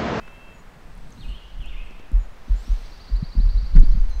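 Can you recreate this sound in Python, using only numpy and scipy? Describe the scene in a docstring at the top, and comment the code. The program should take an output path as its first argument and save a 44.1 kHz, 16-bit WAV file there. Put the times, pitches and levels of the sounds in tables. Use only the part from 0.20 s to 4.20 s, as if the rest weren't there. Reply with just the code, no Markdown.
"""A thin, far-off whistle over the soft hush of a conifer forest, heard from a track through the
microphone of a hand-held camera that is carried along and tilted up to the trees. More birds warble,
call and trill in the distance, echoing among the trunks. Right at the microphone, and loudest,
handling jolts the camera body into deep thumps, dull knocks and tiny ticks over an uneven rumble."""
import sys
import numpy as np
from scipy import signal
from scipy.fft import rfft, irfft
from scipy.io import wavfile

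SR = 44100
rng = np.random.default_rng(int(sys.argv[2]) if len(sys.argv) > 2 else 0)


def transcribe(u):
    """Save the signal u as a 16-bit wav file named by the first command-line argument.

    u: samples, shape (n,) or (channels, n), limited to [-1, 1]; the rate is SR.
    q: integer samples, one column per channel.
    """
    v = np.clip(np.atleast_2d(u).T, -1, 1)
    q = np.round(v * 32767).astype(np.int16)
    wavfile.write(sys.argv[1], SR, q)


N = 176400
T = np.arange(N) / SR

# spectra of the forest hush, a high hiss and a thin sizzle: (frequency [Hz], level [dB])
AIR_COLOUR = [(20, 9.5), (70, 0.5), (160, 0.5), (300, -5.5), (500, -5), (1000, -6), (2000, -11),
              (3200, -19), (5000, -25.5), (7000, -28), (10000, -33), (15500, -35)]
HISS_COLOUR = [(500, -33), (2000, 1.5), (4200, 5.5), (6200, -1.5), (7200, -17.5), (8800, -18.5),
               (10500, -29), (13200, -22.5), (14500, -32)]
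SIZZLE_COLOUR = [(3000, -36.5), (7000, -12), (7900, -2.5), (9200, -7.5), (10200, -17), (12000, -19),
                 (13100, -7), (14200, -27.5)]
# how each of the three swells and fades: (time [s], level [dB])
AIR_LEVEL = [(0, -47), (1, -50.5), (2, -48.5), (2.6, -48), (3.2, -48.5), (4, -48)]
HISS_LEVEL = [(0, -82), (.9, -63.5), (2.1, -69), (2.42, -55.5), (2.65, -54.5), (3.0, -63), (3.6, -59.5),
              (4, -62.5)]
SIZZLE_LEVEL = [(0, -84), (.6, -78), (.9, -70.5), (1.1, -68.5), (1.22, -79), (2.2, -88), (2.42, -66),
                (2.65, -69.5), (2.95, -88), (4, -86)]

# the opening whistle: (level [dB], start pitch [Hz], middle pitch [Hz], end pitch [Hz])
WHISTLE = (-49, 2589, 2666.5, 2643)
# its main tone and side tones: (pitch ratio, relative level [dB])
WHISTLE_TONES = [(.8, -19), (1, -2), (1.2, -13.5)]
# slurred notes of a warbling bird, and thin high calls:
# (time [s], length [s], level [dB], start pitch [Hz], middle pitch [Hz], end pitch [Hz])
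WARBLE_NOTES = [(0.974, 0.053, -54.5, 3640, 4340, 4110), (1.002, 0.059, -47, 4300, 3106, 2360),
                (1.08, 0.06, -44.5, 2965, 2900, 3110), (1.144, 0.043, -48.5, 2970, 3285, 3150),
                (1.399, .05, -46.5, 3370, 2948, 2590), (1.438, .055, -44, 2622, 2906, 3670),
                (1.485, .07, -48.5, 3144, 2420, 2040), (1.564, 0.079, -46, 2360, 2562, 2570)]
HIGH_CALLS = [(0.336, 0.073, -61.5, 6820, 6870, 6800), (.921, 0.0074, -50, 6700, 6400, 5930),
              (1.635, 0.049, -70, 8100, 8040, 8100), (1.995, .05, -62, 6750, 6900, 6660),
              (2.27, .04, -67, 5700, 6150, 6600), (2.355, 0.061, -59, 6800, 7250, 7800),
              (2.446, 0.059, -56, 5150, 5620, 5750), (2.505, 0.036, -58, 5850, 6330, 6560),
              (2.29, .05, -73, 12500, 13100, 13500), (2.37, .13, -73, 13200, 13450, 13300),
              (2.55, 0.092, -72.5, 12800, 13200, 13450), (2.68, .13, -74, 12850, 12700, 12900),
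              (3.697, 0.033, -58, 5000, 5540, 7000), (3.745, .14, -67, 6350, 6240, 6280),
              (3.89, 0.12, -60, 6400, 6120, 6330), (3.895, .13, -53.5, 4147, 4080, 4010)]
# rising syllables of a trill: (time [s], level [dB])
TRILL_SYLLABLES = [(2.639, -53.5), (2.716, -49.5), (2.795, -48.5), (2.874, -48), (2.952, -46.5),
                   (3.032, -47), (3.117, -46.5), (3.199, -46), (3.287, -46), (3.369, -45.5), (3.448, -49.5),
                   (3.539, -47.5), (3.625, -49), (3.711, -51.5)]

# spectra of the hand moving, creeping and rubbing on the housing: (frequency [Hz], level [dB])
RUMBLE_COLOUR = [(4, 11), (12, -1.5), (28, 7), (45, -2), (65, -12.5), (100, -30), (200, -37), (300, -43),
                 (600, -66), (2000, -101)]
CREEP_COLOUR = [(30, -16), (75, -1.5), (110, -2.5), (165, -1.5), (230, -6.5), (320, -16.5), (700, -41),
                (2000, -84)]
RUB_COLOUR = [(100, -20), (400, 10), (900, 2), (1600, 6), (3000, -5), (6000, -14), (16000, -41)]
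# how the rumble and the creeping come and go: (time [s], level [dB])
RUMBLE_LEVEL = [(0, -44), (.58, -47), (.68, -34), (.9, -39.5), (1.12, -30.5), (1.25, -36.5), (1.48, -27.5),
                (1.62, -30.5), (1.85, -41.5), (2.05, -34), (2.2, -43), (2.45, -30), (2.8, -37), (3.1, -32),
                (3.3, -25.5), (3.5, -29), (3.66, -11.5), (3.8, -17), (4, -20)]
CREEP_LEVEL = [(0, -57), (.6, -55.5), (.85, -49.5), (.98, -45.5), (1.1, -45), (1.22, -63), (1.4, -48),
               (1.7, -67), (2.2, -64), (3.1, -61), (3.25, -51.5), (3.5, -51.5), (3.7, -45), (4, -72)]
# brief rubs of skin: (time [s], level [dB], length [s])
RUBS = [(.072, -44, .016), (3.545, -39, 0.047), (3.575, -41, 0.0098)]
# dry ticks of the grip: (time [s], level [dB], centre frequency [Hz])
TICKS = [(.752, -51, 9000), (.778, -53, 9000), (0.905, -49.5, 7500), (1.092, -52, 7500), (1.424, -54, 7500),
         (1.459, -46, 7000), (1.708, -47, 4200), (1.796, -47, 4200), (1.917, -46.5, 7500),
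         (2.965, -47, 8000), (3.579, -37.5, 6800), (3.599, -37.5, 6600), (3.619, -54, 6800),
         (3.628, -64, 6500), (3.657, -44, 7200), (3.673, -48, 6600), (3.896, -48, 10000)]
# fingers knocking on the housing: (time [s], level [dB], pitch [Hz])
KNOCKS = [(1.076, -39, 120), (1.094, -39, 100), (1.393, -39, 140), (1.709, -30.5, 378), (1.798, -30, 393),
          (1.836, -36, 380), (1.916, -27, 265), (1.929, -32.5, 140), (1.955, -32, 105), (2.282, -30, 256),
          (2.296, -34.5, 220), (2.479, -29, 260), (2.898, -33, 258), (3.026, -16, 154), (3.152, -28.5, 270),
          (3.178, -24, 178), (3.198, -23.5, 200), (3.552, -17.5, 200), (3.558, -12, 171),
          (3.577, -19.5, 190), (3.632, -17.5, 265), (3.748, -24, 148), (3.773, -25.5, 189)]
# deep thumps of the camera body: (time [s], level [dB], pitch [Hz], time to peak [s])
THUMPS = [(1.078, -22, 44.8, 0.026), (1.392, -24.5, 32.6, 0.014), (1.927, -8, 39.8, 0.03),
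          (2.294, -9.5, 40.8, 0.026), (2.491, -10, 38.7, 0.024), (2.912, -11.5, 41.1, 0.027),
          (3.017, -28, 76, 0.01), (3.163, -8, 39.8, 0.023), (3.217, -8, 36.1, 0.036),
          (3.336, -10, 40.7, 0.029), (3.427, -15.5, 40.5, 0.012), (3.523, -12, 36.4, 0.015),
          (3.55, 2.5, 28.3, 0.033), (3.677, -9.5, 32.4, 0.043), (3.808, -11, 30, 0.016)]


def amp(db):
    """Decibels to gain."""
    return 10 ** (np.asarray(db) / 20)


def level(points):
    """Gain over time from (time [s], level [dB]) points."""
    return amp(np.interp(T, *np.transpose(points)))


def add(mix, start_s, sound):
    """Mixes a sound in at a time."""
    part = mix[max(round(start_s * SR), 0):][:len(sound)]
    part += sound[:len(part)]


def noise(colour, size=N):
    """Noise of rms 1 with a spectrum of (frequency [Hz], level [dB]) points."""
    hz, db = np.transpose(colour)
    gain = amp(np.interp(np.log(np.fft.rfftfreq(size, 1 / SR) + 1), np.log(hz), db))
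    shaped = irfft(rfft(rng.standard_normal(size)) * gain, size)
    return shaped / np.sqrt(np.mean(shaped ** 2) + 1e-20)


def forest_air():
    """The soft hush of air around the track, with passing swells of hiss and sizzle."""
    hush = noise(AIR_COLOUR) * level(AIR_LEVEL)
    hiss = noise(HISS_COLOUR) * level(HISS_LEVEL)
    sizzle = noise(SIZZLE_COLOUR) * level(SIZZLE_LEVEL)
    return hush + hiss + sizzle


def among_trunks(song, direct_db, echo_db, t60_s):
    """A distant song reaches the microphone directly and as a dying scatter of echoes off the trunks."""
    t = T[:SR]
    scatter = rng.standard_normal(SR) * (rng.random(SR) < .05)
    taps = scatter * amp(-60 * t / t60_s) * np.minimum(t / 0.0089, 1)
    echoes = signal.fftconvolve(song, taps / np.linalg.norm(taps))[:N]
    return amp(direct_db) * song + amp(echo_db) * echoes


def note(length_s, db, pitches, flutter=.002, flutter_hz=84, edge=0.12):
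    """A bird tone that curves through three pitches and flutters; edge is each fade's share of it."""
    progress = np.linspace(0, 1, int(length_s * SR))
    hz = np.polyval(np.polyfit([0, .5, 1], pitches, 2), progress)
    hz *= 1 + flutter * np.sin(2 * np.pi * (flutter_hz * length_s * progress + rng.random()))
    fade = np.sin(np.pi / 2 * np.minimum(np.minimum(progress, 1 - progress) / edge, 1))
    return amp(db) * fade * np.sin(2 * np.pi * np.cumsum(hz) / SR)


def whistling_bird(length_s=.37):
    """One long, thin whistle with a weaker tone on either side."""
    song = np.zeros(N)
    db, *pitches = WHISTLE
    for ratio, tone_db in WHISTLE_TONES:
        add(song, 0, note(length_s, db + tone_db, ratio * np.array(pitches), flutter=.001, edge=0.097))
    return song


def calling_bird(notes, flutter):
    """Short gliding notes; a deeper pitch flutter makes them warble."""
    song = np.zeros(N)
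    for start_s, length_s, db, *pitches in notes:
        add(song, start_s, note(length_s, db, pitches, flutter))
    return song


def trilling_bird(pitch_spread=0.0074):
    """Each syllable rises, lingers at the top and ends in a quick downward flick."""
    song = np.zeros(N)
    rise_hz, top_hz, flick_hz = np.array([(3638, 4420, 4740), (4670, 4680, 4700), (5910, 4900, 4510)])
    for start_s, db in TRILL_SYLLABLES:
        tune = 1 + pitch_spread * rng.standard_normal()
        add(song, start_s, note(0.03, db, rise_hz * tune, edge=0.24))
        add(song, start_s + .026, note(.04, db - 9.5, top_hz * tune))
        add(song, start_s + .058, note(.02, db - 9.5, flick_hz))
    return song


def distant_birds():
    """Four voices off in the trees, each at its own distance from the microphone."""
    warble = calling_bird(WARBLE_NOTES, flutter=0.039)
    high_calls = calling_bird(HIGH_CALLS, flutter=0.0052)
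    return (among_trunks(whistling_bird(), direct_db=0, echo_db=-14, t60_s=2.5)
            + among_trunks(warble, direct_db=-3, echo_db=-1.1, t60_s=1.5)
            + among_trunks(high_calls, direct_db=-1, echo_db=-6.5, t60_s=1)
            + among_trunks(trilling_bird(), direct_db=-1.4, echo_db=-3, t60_s=0.95))


def hand_rumble():
    """The carrying hand rumbles unevenly and creeps softly on the housing."""
    return noise(RUMBLE_COLOUR) * level(RUMBLE_LEVEL) + noise(CREEP_COLOUR) * level(CREEP_LEVEL)


def grip(tick_rise_s=0.00035, tick_decay_s=0.0011):
    """Dry ticks and short rubs of skin under the hand, close by the microphone."""
    out, t = np.zeros(N), T[:2048]
    snap = np.exp(-t / tick_decay_s) * (1 - np.exp(-t / tick_rise_s))
    for start_s, db, hz in TICKS:
        colour = [(hz / 8, -24), (hz / 2 ** .4, -14), (hz, 0),
                  (hz * 2 ** .4, -8), (hz * 1.7, -12), (hz * 1.9, -28)]
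        add(out, start_s, amp(db) * snap * noise(colour, size=len(t)))
    for start_s, db, length_s in RUBS:
        stroke = np.hanning(int(length_s * SR))
        add(out, start_s, amp(db) * stroke * noise(RUB_COLOUR, size=len(stroke)))
    return out


def finger_knocks(peak_cycles=0.47, muffle_hz=269, leak_db=-10):
    """A finger gives the damped housing one or two quick swings; it passes little of their treble."""
    swings, t = np.zeros(N), T[:SR // 10]
    for start_s, db, hz in KNOCKS:
        age = t * hz / peak_cycles
        swell = (age * np.exp(1 - age)) ** 1.03
        add(swings, start_s, amp(db) * swell * np.sin(2 * np.pi * hz * t))
    dull = signal.sosfiltfilt(signal.butter(6, muffle_hz, fs=SR, output="sos"), swings)
    return dull + amp(leak_db) * (swings - dull)


def body_thumps(sag=0.067, sag_s=0.025):
    """Each jolt of the camera swells into a few deep swings that sag in pitch, under a faint shudder."""
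    out, t = np.zeros(N), T[:SR // 3]
    shudder_colour = [(30, -20.5), (75, 12.5), (130, -11.5), (240, -12), (400, -36), (2000, -60)]
    for start_s, db, hz, peak_s in THUMPS:
        swell = (t / peak_s * np.exp(1 - t / peak_s)) ** 1.79
        pitch = hz * (1 + sag * (np.exp(-t / sag_s) - .5))
        swing = -np.sin(2 * np.pi * np.cumsum(pitch) / SR)
        shudder = amp(-23.5) * noise(shudder_colour, size=len(t))
        add(out, start_s, amp(db) * swell * (swing + shudder))
    return out


def scene():
    """Close handling noise and the distant forest meet at the one microphone."""
    handling = body_thumps() + finger_knocks() + grip() + hand_rumble()
    return (forest_air() + distant_birds() + handling)[None]


def record(dry, cutoff_hz=15800):
    """The biggest thump overloads the recorder, which also cuts off the highest treble."""
    overloaded = dry / (1 + dry ** 16) ** (1 / 16)
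    lowpass = signal.firwin(511, cutoff_hz, window=("kaiser", 9), fs=SR)
    return signal.oaconvolve(overloaded, lowpass[None], "same")


dry = scene()
out = record(dry)
transcribe(out)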